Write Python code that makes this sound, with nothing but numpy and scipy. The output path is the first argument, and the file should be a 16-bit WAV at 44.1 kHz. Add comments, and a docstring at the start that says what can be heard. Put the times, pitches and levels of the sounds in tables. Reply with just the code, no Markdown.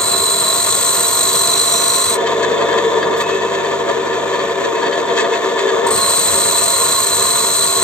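"""A bench grinder grinds a short steel bar, twice, in a small workshop. Grit makes the bar hiss,
ring and squeal; the wheel's uneven rim drones through the frame, repeating once a turn.
Between the two spells the wheel runs free and loose bearings rattle in the housing and wheel guard;
the load quiets them. The motor hums at multiples of the mains rate throughout."""
import sys
import numpy as np
from scipy import signal
from scipy.fft import rfft, irfft
from scipy.io import wavfile
from scipy.ndimage import uniform_filter1d

SR = 44100
rng = np.random.default_rng(int(sys.argv[2]) if len(sys.argv) > 2 else 0)


def to_wav(s):
    """Save 16-bit WAV."""
    ch = np.atleast_2d(s).T  # columns
    pcm = np.round(np.clip(ch, -1, 1) * 32767)  # PCM
    wavfile.write(sys.argv[1], SR, pcm.astype(np.int16))


N = 345303
TIME_S = np.arange(N) / SR
FREQ_HZ = np.maximum(np.arange(N // 2 + 1) * SR / N, 1)

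# bar on the wheel: start_s, end_s
CONTACT_SPANS = [(-.3, 2.135), (5.908, 9)]
# housing and guard resonances: freq_hz, width_hz, boost_db
HOUSING_MODES = [(290.5, 22, -6.5), (318, 35, 2.5), (387.4, 24.8, 13.5), (468.3, 48, 9.5), (518, 17, -4),
                 (563.6, 25.4, 9.5), (627, 35, 4.5), (684.6, 48, 12), (737, 30, -5), (942.4, 73, 15.5),
                 (1015, 48, 11), (1083, 78, 10.5), (1193, 50, 11.5), (1296, 43, -0.5), (1739, 110, 10.5),
                 (1882, 120, 8), (2154, 146, 7), (2350, 70, 3), (2465, 100, 3.5), (2582, 30, 12.5),
                 (2660, 98, -1.5), (3216, 120, 6.5), (3550, 1130, 6.5), (4390, 130, 7.5), (4680, 120, 11),
                 (4850, 50, 9), (5670, 120, 6), (6550, 120, 1), (7590, 230, 7)]
# broad spectrum of bearing knocks: freq_hz, gain_db
KNOCK_COLOUR = [(25, -39), (50, -27), (100, -26.5), (200, -11), (300, -5), (450, 1.5), (800, -9.5),
                (1100, -11.5), (1500, -13), (2800, -20), (4000, -20), (5000, -31), (6800, -17),
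                (8400, -28.5), (12000, -31.5)]
# likeness of the two ears, under load and running free: freq_hz, correlation
LOAD_CORRELATION = [(60, -0.26), (92, 0.69), (140, -0.064), (210, 0.12), (330, 0.46), (500, 0.47),
                    (770, 0.29), (1170, 0.57), (1790, 0.22), (2740, -0.065), (4190, 0.25), (6410, -0.017),
                    (9810, 0.18), (15000, -0.61)]
FREE_CORRELATION = [(60, 0.65), (99, 0.91), (160, 0.74), (270, 1), (450, 0.51), (740, 0.75), (1220, 0.56),
                    (2010, -0.017), (3330, -0.39), (5500, 0.032), (9080, 0.024), (15000, 0.076)]
# left over right, under load and running free: freq_hz, pan_db
LOAD_PAN = [(60, 3), (99, 16), (160, 7), (270, 3.5), (450, -3), (740, -6.5), (1220, -3), (2010, -2),
            (3330, -2.5), (5500, -2), (7400, -3), (8350, 6), (15000, 2.5)]
FREE_PAN = [(60, -4), (92, 10.5), (140, 4.5), (210, -2.5), (330, 0), (500, 3), (770, -1), (1170, 1.5),
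            (1790, 4), (2740, 0), (4190, -4), (6410, -0.5), (9810, -0.5), (15000, 3)]
LOAD_STEREO, FREE_STEREO = (LOAD_CORRELATION, LOAD_PAN), (FREE_CORRELATION, FREE_PAN)


def grit(turns, age_s, hiss_swing, sing_swing, pitch_hz, sing_hz=4060, sing_width_hz=320):
    """Grains cut the steel and ring the bar, hardest where the wheel's high spot passes."""
    # broad spectrum of the cuts: freq_hz, gain_db
    cut_colour = [(1200, -19.5), (2800, -17.5), (3500, -7), (4500, -9), (5000, -19.5), (6500, -8),
                  (8400, 0.5), (8620, 9.5), (9000, 7.5), (12000, -6), (15500, -8)]
    # bar resonances: freq_hz, width_hz, boost_db
    bar_modes = [(3950, 50, 7), (4058, 220, 20), (4240, 110, 4), (4390, 90, 4), (4670, 110, 5),
                 (5290, 110, 5), (5820, 120, 10), (6170, 93, 5.5), (6290, 130, 5), (6830, 200, 3),
                 (7290, 130, 5), (7470, 100, 3), (7615, 75, 5), (7730, 80, -3), (7860, 110, 1),
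                 (7990, 100, 1.5), (8215, 90, 6), (8330, 150, 5.5), (8465, 90, 10), (8590, 100, -7)]
    # depth of bite: time_s, gain_db
    hiss_curve = [(0, -20.5), (.7, -17.5), (2.1, -18.5), (5.95, -18), (7.83, -19)]
    # rasp, growing with hand pressure: time_s, gain_db
    rasp_curve = [(0, -3), (.4, -5), (.7, -.5), (1.3, 0.5), (1.65, -1.5), (2.1, -2), (5.92, -3), (6.2, 0),
                  (7.2, 0.5), (7.83, 0)]
    # how freely the fingers let the lowest mode sing: time_s, gain_db
    sing_curve = [(0, -26), (.2, -23), (.85, -29), (1.6, -22.5), (2.1, -24), (5.92, -33), (6.03, -22.5),
                  (6.25, -25.5), (7.83, -24.5)]
    rasp_band_hz, chatter_band_hz = (5500, 7900), (8460, 8750)
    bite_s, settle_s = 0.093, 0.14
    force = once_a_turn(turns, hiss_swing) * flutter(1.15, rate_hz=100)
    cuts = impacts(per_s=36000, spread_db=2.5, force=force)
    bar = body(cut_colour, bar_modes)
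    lowest_mode = np.exp2(-(2 * (FREQ_HZ - sing_hz) / sing_width_hz) ** 4)
    hiss = wall_reflection(radiate(cuts, bar * (1 - lowest_mode), *LOAD_STEREO))
    # the bar bounces in the fingers: its two loudest modes sound in uneven spurts
    spurts = once_a_turn(turns, sing_swing) * flutter(2, rate_hz=50)
    spurts /= rms(spurts)
    high_mode = band(hiss, *chatter_band_hz)
    chatter = band(saturate(high_mode), *chatter_band_hz) * rms(high_mode.mean(axis=0)) * spurts
    rasp_change = (from_db(over_time(rasp_curve)) - 1) * band(hiss, *rasp_band_hz)
    hiss = hiss - high_mode + chatter + rasp_change
    hiss_db = over_time(hiss_curve) + 5 - 2 * np.exp(-age_s / bite_s)
    sing = saturate(radiate(cuts, bar * lowest_mode, *LOAD_STEREO))
    sing = irfft(rfft(sing * spurts) * lowest_mode, N)
    # the pitch lands sharp, settles and wavers with the grip
    bend_hz = pitch_hz - sing_hz + 70.56 * np.exp(-age_s / settle_s) + 8 * drift(12)
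    sing = np.real(signal.hilbert(sing) * np.exp(2j * np.pi * np.cumsum(bend_hz) / SR))
    return from_db(hiss_db) * hiss + from_db(over_time(sing_curve) - 0.25) * sing


def frame(gain_db):
    """The cutting force shakes the wheel, and with it the housing."""
    # broad spectrum of the shaking: freq_hz, gain_db
    shake_colour = [(25, -29), (40, -35), (75, -8), (110, -3.5), (200, 0), (300, -1), (450, 4), (700, -2.5),
                    (850, -5.5), (1100, -3), (1400, 0.5), (1700, -6.5), (2200, -8.5), (2900, -8.5)]
    shakes = impacts(per_s=8000, spread_db=1, force=flutter(1.5, rate_hz=60))
    housing = body(shake_colour, HOUSING_MODES) * lowpass(3000, order=7)
    return from_db(gain_db - 1.5) * radiate(shakes, housing, *LOAD_STEREO)


def rim_drone(turns, level_db, waver_db=2.5):
    """The same bumps of the rim come round every turn and drone at multiples of the turning rate."""
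    # rim harmonics: multiple, relative_db
    harmonics = [(6, -17), (7, -21), (8, -12), (9, -9), (11, -15), (13, -7), (14, -7.5), (15, -20.5),
                 (16, -16), (19, -18), (20, -16), (21, -4.5), (22, -1), (26, -17), (28, -10.5), (29, -12.5),
                 (40, -16.5), (47, -23), (48, -20), (53, -29)]
    drone = sum(from_db(db + waver_db * drift(5)) * np.sin(2 * np.pi * (k * turns + rng.random()))
                for k, db in harmonics)
    return pan(-4) * from_db(level_db) * drone / rms(drone)


def bedding_in(turns, swing, age_s, grow_s=0.13):
    """The ring of bar and frame grows and changes colour as the steel beds in on the wheel."""
    # modes of the widening ground face: freq_hz, width_hz, base_db, slope_db_per_s
    modes = [(6330, 200, -44.5, 4.5), (13140, 350, -29.5, -1.5), (1096, 120, -43.5, 3)]
    cuts, _ = impacts(per_s=22000, spread_db=4, force=once_a_turn(turns, swing))
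    bedded = 1 - np.exp(-age_s / grow_s)
    ringing = sum(from_db(db + slope * age_s) * mode(cuts, hz, width) for hz, width, db, slope in modes)
    return pan(-5) * bedded * ringing


def grip_rings(turns, swing):
    """Each shift of the fingers frees other modes of bar and frame, which swell and fade."""
    # freed modes: peak_s, spread_s, freq_hz, width_hz, level_db
    modes = [(.15, 0.56, 7500, 200, -27.5), (.2, 0.33, 6830, 77, -34.5), (.9, .4, 3953, 26, -32),
             (1.05, 0.28, 8215, 70, -29), (1.15, 0.28, 13200, 260, -24.5), (1.35, 0.61, 4125, 11, -30.5),
             (1.75, 0.21, 7260, 70, -30), (1.8, .35, 5840, 140, -33.5), (1.8, 0.21, 13500, 410, -34),
             (6.04, 0.063, 1090, 67, -26.5), (6.4, 0.39, 552, 28, -35), (6.8, 0.52, 8060, 43, -40),
             (6.8, 0.063, 1060, 50, -26), (7, 0.033, 1052, 18, -25), (7, 0.55, 13300, 500, -30),
             (7.25, 0.034, 1060, 44, -31.5), (7.4, 0.75, 6120, 100, -40), (7.5, 0.32, 1130, 30, -35)]
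    cuts, _ = impacts(per_s=24000, spread_db=2, force=once_a_turn(turns, swing))
    return pan(-3) * sum(swells([(peak_s, db)], spread_s) * mode(cuts, hz, width)
                         for peak_s, spread_s, hz, width, db in modes)


def squeals(turns, swing, jitter_hz=28):
    """The wheel briefly locks on to the bar's lowest mode: a gliding tone that throbs once a turn."""
    # catches: peak_s, spread_s, pitch_hz, glide_hz_per_s, level_db
    catches = [(.14, 0.027, 4050, 200, -19.5), (.25, 0.032, 4070, 0, -23), (.48, .05, 3980, 0, -21),
               (1.28, .025, 3955, 0, -24), (1.39, 0.017, 4070, 0, -23), (1.53, 0.082, 4064, 2, -22),
               (1.9, 0.088, 4060, 0, -25), (6.05, 0.054, 4110, -450, -23), (6.37, 0.059, 4040, -400, -26),
               (6.58, 0.052, 4080, 1000, -23.5), (6.75, .03, 4110, 300, -25),
               (6.91, .045, 4048, -200, -23.5), (7.25, 0.065, 4076, 0, -25.5),
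               (7.38, .025, 4045, -900, -25), (7.63, .03, 3985, 602, -24)]
    jitter_cycles = np.cumsum(jitter_hz * drift(70)) / SR
    throb = once_a_turn(turns, swing) * flutter(2, rate_hz=50)
    tones = np.zeros(N)
    for peak_s, spread_s, hz, glide, db in catches:
        near = np.abs(TIME_S - peak_s) < 4 * spread_s
        t = TIME_S[near] - peak_s
        cycles = hz * t + 0.5 * glide * t ** 2 + jitter_cycles[near]
        tones[near] += from_db(db) * np.exp(-0.5 * (t / spread_s) ** 2) * np.sin(2 * np.pi * cycles)
    return pan(-2) * throb * tones


def shudders():
    """The bar digs in and the bench gives a short, deep shake."""
    # digs: peak_s, level_db
    digs = [(.04, -50), (.22, -44), (2.07, -42), (6.33, -40), (7.15, -43), (7.27, -43)]
    shakes, _ = impacts(per_s=3000, spread_db=1)
    return pan(8) * swells(digs, spread_s=0.033) * saturate(mode(shakes, freq_hz=90.5, width_hz=20))


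def bearings(play, reference_m=0.3, rumble_db=-21, rattle_db=-32.5):
    """Loose balls knock in the housing: soft knocks rumble; hard ones need more play and ring higher."""
    # listener to wheel guard: time_s, distance_m
    distance_curve = [(2.2, 0.25), (2.65, 0.24), (2.97, 0.24), (3.2, 0.27), (3.6, 0.29), (4.1, 0.3),
                      (4.68, 0.3), (4.9, 0.28), (5.25, 0.27), (5.85, 0.25)]
    # the shaft wobbles harder: peak_s, added_amplitude_db
    surges = [(2.2, -24), (2.62, -8), (2.76, -9), (2.94, -12), (3.07, -12), (3.31, -14), (3.9, -11),
              (4.87, -9), (5.11, -7), (5.26, -9), (5.66, -14), (5.75, -11), (5.85, -9)]
    nearness = reference_m / over_time(distance_curve)
    force = flutter(1, rate_hz=14) * flutter(0.5, rate_hz=70)
    knocks = impacts(per_s=11000, spread_db=0, force=force)
    housing, soft = body(KNOCK_COLOUR, HOUSING_MODES), lowpass(1450, order=6)
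    rumble = even_out(radiate(knocks, housing * soft, *FREE_STEREO), span_s=0.068)
    rumble *= from_db(rumble_db) * nearness * (1 + swells(surges, spread_s=0.02, rise_ratio=0.8))
    rattle = radiate(knocks, housing * np.sqrt(1 - soft ** 2), *FREE_STEREO)
    rattle *= from_db(rattle_db) * nearness ** 0.75
    return play * rumble + play ** 2 * (rattle + guard_rings(force, nearness))


def guard_rings(force, nearness):
    """Knocks keep modes of the guard ringing; some stand out close by, others further off."""
    # guard modes: freq_hz, width_hz, level_db, nearness_exponent
    modes = [(447.6, 14.6, -33.5, 6), (562, 12, -36, -4.5), (1015, 18, -35, -6.5), (1757, 52, -34.5, 0),
             (2380, 65, -44.5, -13), (2600, 38, -53, -2.5), (2660, 24, -54.5, 1), (3180, 280, -49, 0.5),
             (3490, 105, -44, 4.5), (3740, 170, -49, 0.5)]
    knocks, _ = impacts(per_s=3000, spread_db=-0.8, force=force * flutter(1.8, rate_hz=40))
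    return pan(3.5) * sum(from_db(db) * nearness ** power * even_out(mode(knocks, hz, width), span_s=0.09)
                          for hz, width, db, power in modes)


def clatter(gain_db=-13.5):
    """Fits of rattling shake the guard; the hardest reach far into the treble."""
    # fits: peak_s, relative_db, clank_extra_db
    fits = [(2.2744, -11, -0.5), (2.44, -9, -0.5), (2.5164, -16.5, 1), (2.585, -20, 3), (2.622, -12.5, 1),
            (2.69, -16, -2), (2.735, -11, -3), (2.784, -11.5, -1.5), (3.033, -9.5, -10), (3.1428, -12, -8),
            (3.213, -18.5, 8), (3.2974, -13, -1.5), (3.4244, -14.5, -2), (3.546, -12.5, 0), (3.66, -15, -9),
            (3.895, -15, -1), (4.1374, -17, -1), (4.34, -14, -4), (4.406, -10, -4.5), (4.65, -19, 5),
            (4.772, -13.5, -11), (4.835, -9, -9), (4.8744, -11, -3), (4.9356, -9, -6), (4.9914, -17, -1),
            (5.1, -13, -3.5), (5.177, -13.5, 3.5), (5.1964, -16, 2), (5.2163, -16, 4), (5.255, -10.5, -10),
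            (5.337, -9.5, -6), (5.357, -12.5, -4), (5.596, -12.5, 2), (5.693, -11, -1.5)]
    # struck modes: freq_hz, width_hz, relative_db
    clang_modes = [(1670, 100, -8), (1900, 60, -14.5), (2150, 77, -17.5), (2586, 44, -17.5),
                   (3140, 78, -16), (3460, 82, -15.5), (4380, 110, -20), (4640, 110, -22)]
    spread_s = 0.012
    fit_envelope = swells([(s, db) for s, db, _ in fits], spread_s)
    clank_envelope = swells([(s, db + extra_db) for s, db, extra_db in fits], spread_s)
    blows = impacts(per_s=6200, spread_db=4.5)
    guard = body(KNOCK_COLOUR, [(hz, width, 1.54 * db) for hz, width, db in HOUSING_MODES])
    soft, dull = lowpass(1450, order=6), lowpass(5000, order=3)
    hard = np.sqrt(1 - soft ** 2)
    thump = radiate(blows, guard * soft, *FREE_STEREO)
    clank = from_db(-2.5) * radiate(blows, guard * hard * dull, *FREE_STEREO)
    crash = from_db(-1) * radiate(blows, guard * hard * (1 - dull) * lowpass(8500, order=4), *FREE_STEREO)
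    clang = sum(from_db(db) * flutter(3, rate_hz=8.8) * mode(blows[1], hz, width)
                for hz, width, db in clang_modes)
    hard_hits = clank_envelope * clank + clank_envelope ** 2 * crash
    return from_db(gain_db) * (fit_envelope * (thump + clang) + hard_hits)


def guard_whine():
    """Rough bursts of knocks keep one mode of the guard whining for a moment."""
    # whine envelope: time_s, level_db
    level_curve = [(3.16, -70), (3.22, -34), (3.31, -31.5), (3.4, -40), (3.55, -44), (3.75, -59),
                   (4.2, -64)]
    knocks, _ = impacts(per_s=3000, spread_db=0.3, force=flutter(4, rate_hz=25))
    ringing = mode(knocks, freq_hz=2586, width_hz=47)
    return from_db(over_time(level_curve)) * even_out(ringing, span_s=0.063)


def scuffs():
    """Short, bright rubs of steel as the bar is handled."""
    # rubs: peak_s, level_db
    rubs = [(3.178, -31), (3.212, -30)]
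    # rub spectrum: freq_hz, gain_db
    rub_colour = [(500, -20), (2200, -15), (5000, -5), (8000, 3), (15000, 1)]
    friction = radiate(impacts(per_s=11000, spread_db=6), from_db(over_freq(rub_colour)), *FREE_STEREO)
    return swells(rubs, spread_s=0.015, rise_ratio=0.46) * friction


def motor_hum(mains_hz=50.13):
    """The motor iron hums at multiples of the mains rate."""
    # magnetic harmonics: multiple, level_db, pan_db
    harmonics = [(1, -70, 10), (2, -52, 2.5), (3, -49.5, -7), (4, -48.5, 3.5), (6, -48.5, 5)]
    # hum strength: time_s, gain_db
    gain_curve = [(0, 3), (2.1, -3.5), (2.3, 8), (4.2, 7), (5.7, -3), (7.83, -5)]
    hum = sum(pan(pan_db) * from_db(db) * np.sin(2 * np.pi * (k * mains_hz * TIME_S + rng.random()))
              for k, db, pan_db in harmonics)
    return hum * from_db(over_time(gain_curve))


def handling(seat_s=0.0054, lift_s=0.041, ease_s=0.062, calm_s=0.033, loaded_play=0.089):
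    """Contact of bar and wheel, and the play that the load leaves the shaft; both about 0-1."""
    contact, load = 0, 0
    for start_s, end_s in CONTACT_SPANS:
        # the high spot grazes the bar twice before it seats
        grazes = swells([(start_s - k * 0.018, 0) for k in (1, 2)], spread_s=0.0049, rise_ratio=0.88)
        contact += 0.68 * grazes + ramp(start_s - seat_s, seat_s) - ramp(end_s, lift_s)
        # the shaft loosens as the hand eases off; the last of its play builds after the lift
        freed = ramp(end_s - 0.65 * ease_s, ease_s) * (1 - 0.12 * decay(end_s, tau_s=0.052))
        load += (1 - decay(start_s, calm_s)) * (1 - freed)
    return contact, np.clip(1 - (1 - loaded_play) * load, 0, 1)


def impacts(per_s, spread_db, force=1):
    """Spectra of two dense trains of tiny, uneven blows under a common force."""
    struck = rng.random((2, N)) < per_s / SR
    sizes = rng.standard_normal((2, N)) * from_db(spread_db * np.clip(rng.standard_normal((2, N)), -2, 2))
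    return rfft(struck * sizes * force)


def body(colour, resonances):
    """Gain of a broad colour with resonance peaks on it."""
    peaks_db = sum(db * np.exp2(-(2 * (FREQ_HZ - hz) / width) ** 2) for hz, width, db in resonances)
    return from_db(over_freq(colour) + peaks_db)


def mode(blows, freq_hz, width_hz):
    """A spectrum of blows through one resonance; rms 1."""
    ringing = irfft(blows / (1 + (2 * (FREQ_HZ - freq_hz) / width_hz) ** 2), N)
    return ringing / rms(ringing)


def radiate(blows, gain, correlation, pan_curve, reflection_s=0.0019, ripple=0.45):
    """Blows through a body to two ears, with near reflections and diffuse sound; mid rms 1."""
    alike = np.clip(over_freq(correlation), -0.99, 0.99)
    reflections = rfft(rng.standard_normal(2048) * np.exp(-TIME_S[:2048] / reflection_s), N)
    # in the treble the ears differ mostly in phase; reflections ripple each ear's spectrum
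    near_share = 0.95 * (1 - lowpass(1700, order=2) ** 2)
    shift = 1j + ripple * reflections.real / np.abs(reflections)
    side = np.sqrt(near_share) * blows[0] * shift / np.abs(shift) + np.sqrt(1 - near_share) * blows[1]
    ears = np.sqrt(1 + alike) * blows[0] + np.sqrt(1 - alike) * side * np.array([[1], [-1]])
    stereo = irfft(ears * gain * pan(over_freq(pan_curve)), N)
    return stereo / rms(stereo.mean(axis=0))


def wall_reflection(x, echo_db=-14, delay_s=0.00148):
    """One close reflection off the wall behind the wheel combs the sound."""
    return x + from_db(echo_db) * np.array([np.interp(TIME_S - delay_s, TIME_S, ear) for ear in x])


def saturate(ringing):
    """A friction-driven ring saturates, so its strength steadies; mid rms 1."""
    analytic = signal.hilbert(np.atleast_2d(ringing))
    tone = analytic.real / np.sqrt(np.mean(np.abs(analytic) ** 2, axis=0) + 0.5 * rms(ringing) ** 2)
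    return tone / rms(tone.mean(axis=0))


def even_out(x, span_s):
    """Knocks feed in steady power, so slow chance swells level out; rms about 1."""
    size = int(span_s * SR)
    power = np.atleast_2d(x).mean(axis=0) ** 2
    smoothed = uniform_filter1d(uniform_filter1d(power, size), size)
    return x / np.sqrt(np.maximum(smoothed, 1e-12))


def once_a_turn(turns, swing):
    """Gain that peaks as the wheel's high spot passes."""
    return 1 + swing * np.cos(2 * np.pi * turns)


def drift(rate_hz):
    """Smooth noise up to about rate_hz; rms 1."""
    count = int(2 * rate_hz * N / SR) + 2
    slow = signal.resample(rng.standard_normal(count), count * 10)
    return np.interp(np.linspace(0, len(slow) - 1, N), np.arange(len(slow)), slow / rms(slow))


def flutter(spread_db, rate_hz):
    """Randomly wavering gain."""
    return from_db(spread_db * drift(rate_hz))


def swells(peaks, spread_s, rise_ratio=1):
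    """Bell-shaped bursts at (peak_s, level_db); rise_ratio is rise time over fall time."""
    envelope = 0
    for peak_s, db in peaks:
        away = np.maximum((peak_s - TIME_S) / rise_ratio, TIME_S - peak_s) / spread_s
        envelope += from_db(db) * np.exp(-0.5 * np.minimum(away, 10) ** 2)
    return envelope


def ramp(start_s, length_s):
    """Linear rise from 0 to 1."""
    return np.clip((TIME_S - start_s) / length_s, 0, 1)


def decay(start_s, tau_s):
    """1 until start_s, then an exponential fall."""
    return np.exp(-np.maximum(TIME_S - start_s, 0) / tau_s)


def over_time(points):
    """A curve at every sample."""
    return np.interp(TIME_S, *np.transpose(points))


def over_freq(points):
    """A curve at every frequency, on a log axis."""
    hz, value = np.transpose(points)
    return np.interp(np.log(FREQ_HZ), np.log(hz), value)


def lowpass(cutoff_hz, order):
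    """Gain of a smooth low-pass."""
    return 1 / np.sqrt(1 + (FREQ_HZ / cutoff_hz) ** (2 * order))


def band(x, low_hz, high_hz):
    """Steep band-pass."""
    return irfft(rfft(x) * lowpass(high_hz, order=80) * (1 - lowpass(low_hz, order=80)), N)


def pan(db):
    """Stereo gains, left over right by db."""
    return from_db(np.array([[0.5], [-0.5]]) * db)


def from_db(db):
    """Decibels to gain."""
    return 10 ** (np.asarray(db) / 20)


def rms(x):
    """Root mean square."""
    return np.sqrt(np.mean(x ** 2) + 1e-20)


def scene(free_turn_hz=49.8, wander_hz=0.046):
    """The running grinder, with the bar on, off and on the wheel."""
    # grinding spells: slowing_hz, hiss_swing, sing_swing, frame_db, creep_db_per_s, drone_db, pitch_hz
    spells = [(.38, 0.19, 0.3, -25, 0.66, -28, 4045), (0.1432, 0.04, 0.08, -21.5, -1.37, -29.5, 4072)]
    spell = (TIME_S > (CONTACT_SPANS[0][1] + CONTACT_SPANS[1][0]) / 2).astype(int)
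    age_s = np.maximum(TIME_S - np.array(CONTACT_SPANS)[spell, 0], 0)
    settings = np.array(spells)[spell].T
    slowing_hz, hiss_swing, sing_swing, frame_db, creep_db_per_s, drone_db, pitch_hz = settings
    contact, play = handling()
    turns = np.cumsum(free_turn_hz - slowing_hz * contact + wander_hz * drift(3.3)) / SR
    grinding = grit(turns, age_s, hiss_swing, sing_swing, pitch_hz)
    grinding += frame(frame_db + creep_db_per_s * age_s) + rim_drone(turns, drone_db)
    grinding += bedding_in(turns, hiss_swing, age_s) + grip_rings(turns, hiss_swing)
    grinding += squeals(turns, sing_swing) + shudders()
    return contact * grinding + bearings(play) + guard_whine() + clatter() + motor_hum() + scuffs()


def record(dry, ceiling=0.78, low_cut_hz=40, high_cut_hz=15400):
    """Rounds the highest peaks, cuts the deep bass, dulls the top octave and cuts it off steeply."""
    # dull treble with a deep notch: freq_hz, gain_db
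    treble_curve = [(8480, 1), (8700, -12), (9200, -26), (10000, -74), (10500, -55.5), (11350, -75.5),
                    (11650, -5), (13500, -7), (15000, -6.5)]
    rounded = dry / (1 + (dry / ceiling) ** 8) ** (1 / 8)
    low_cut = np.sqrt(1 - lowpass(low_cut_hz, order=3) ** 2)
    treble = from_db(over_freq(treble_curve)) * lowpass(high_cut_hz, order=120)
    return irfft(rfft(rounded) * low_cut * treble, N)


dry = scene()
out = record(dry)
to_wav(out)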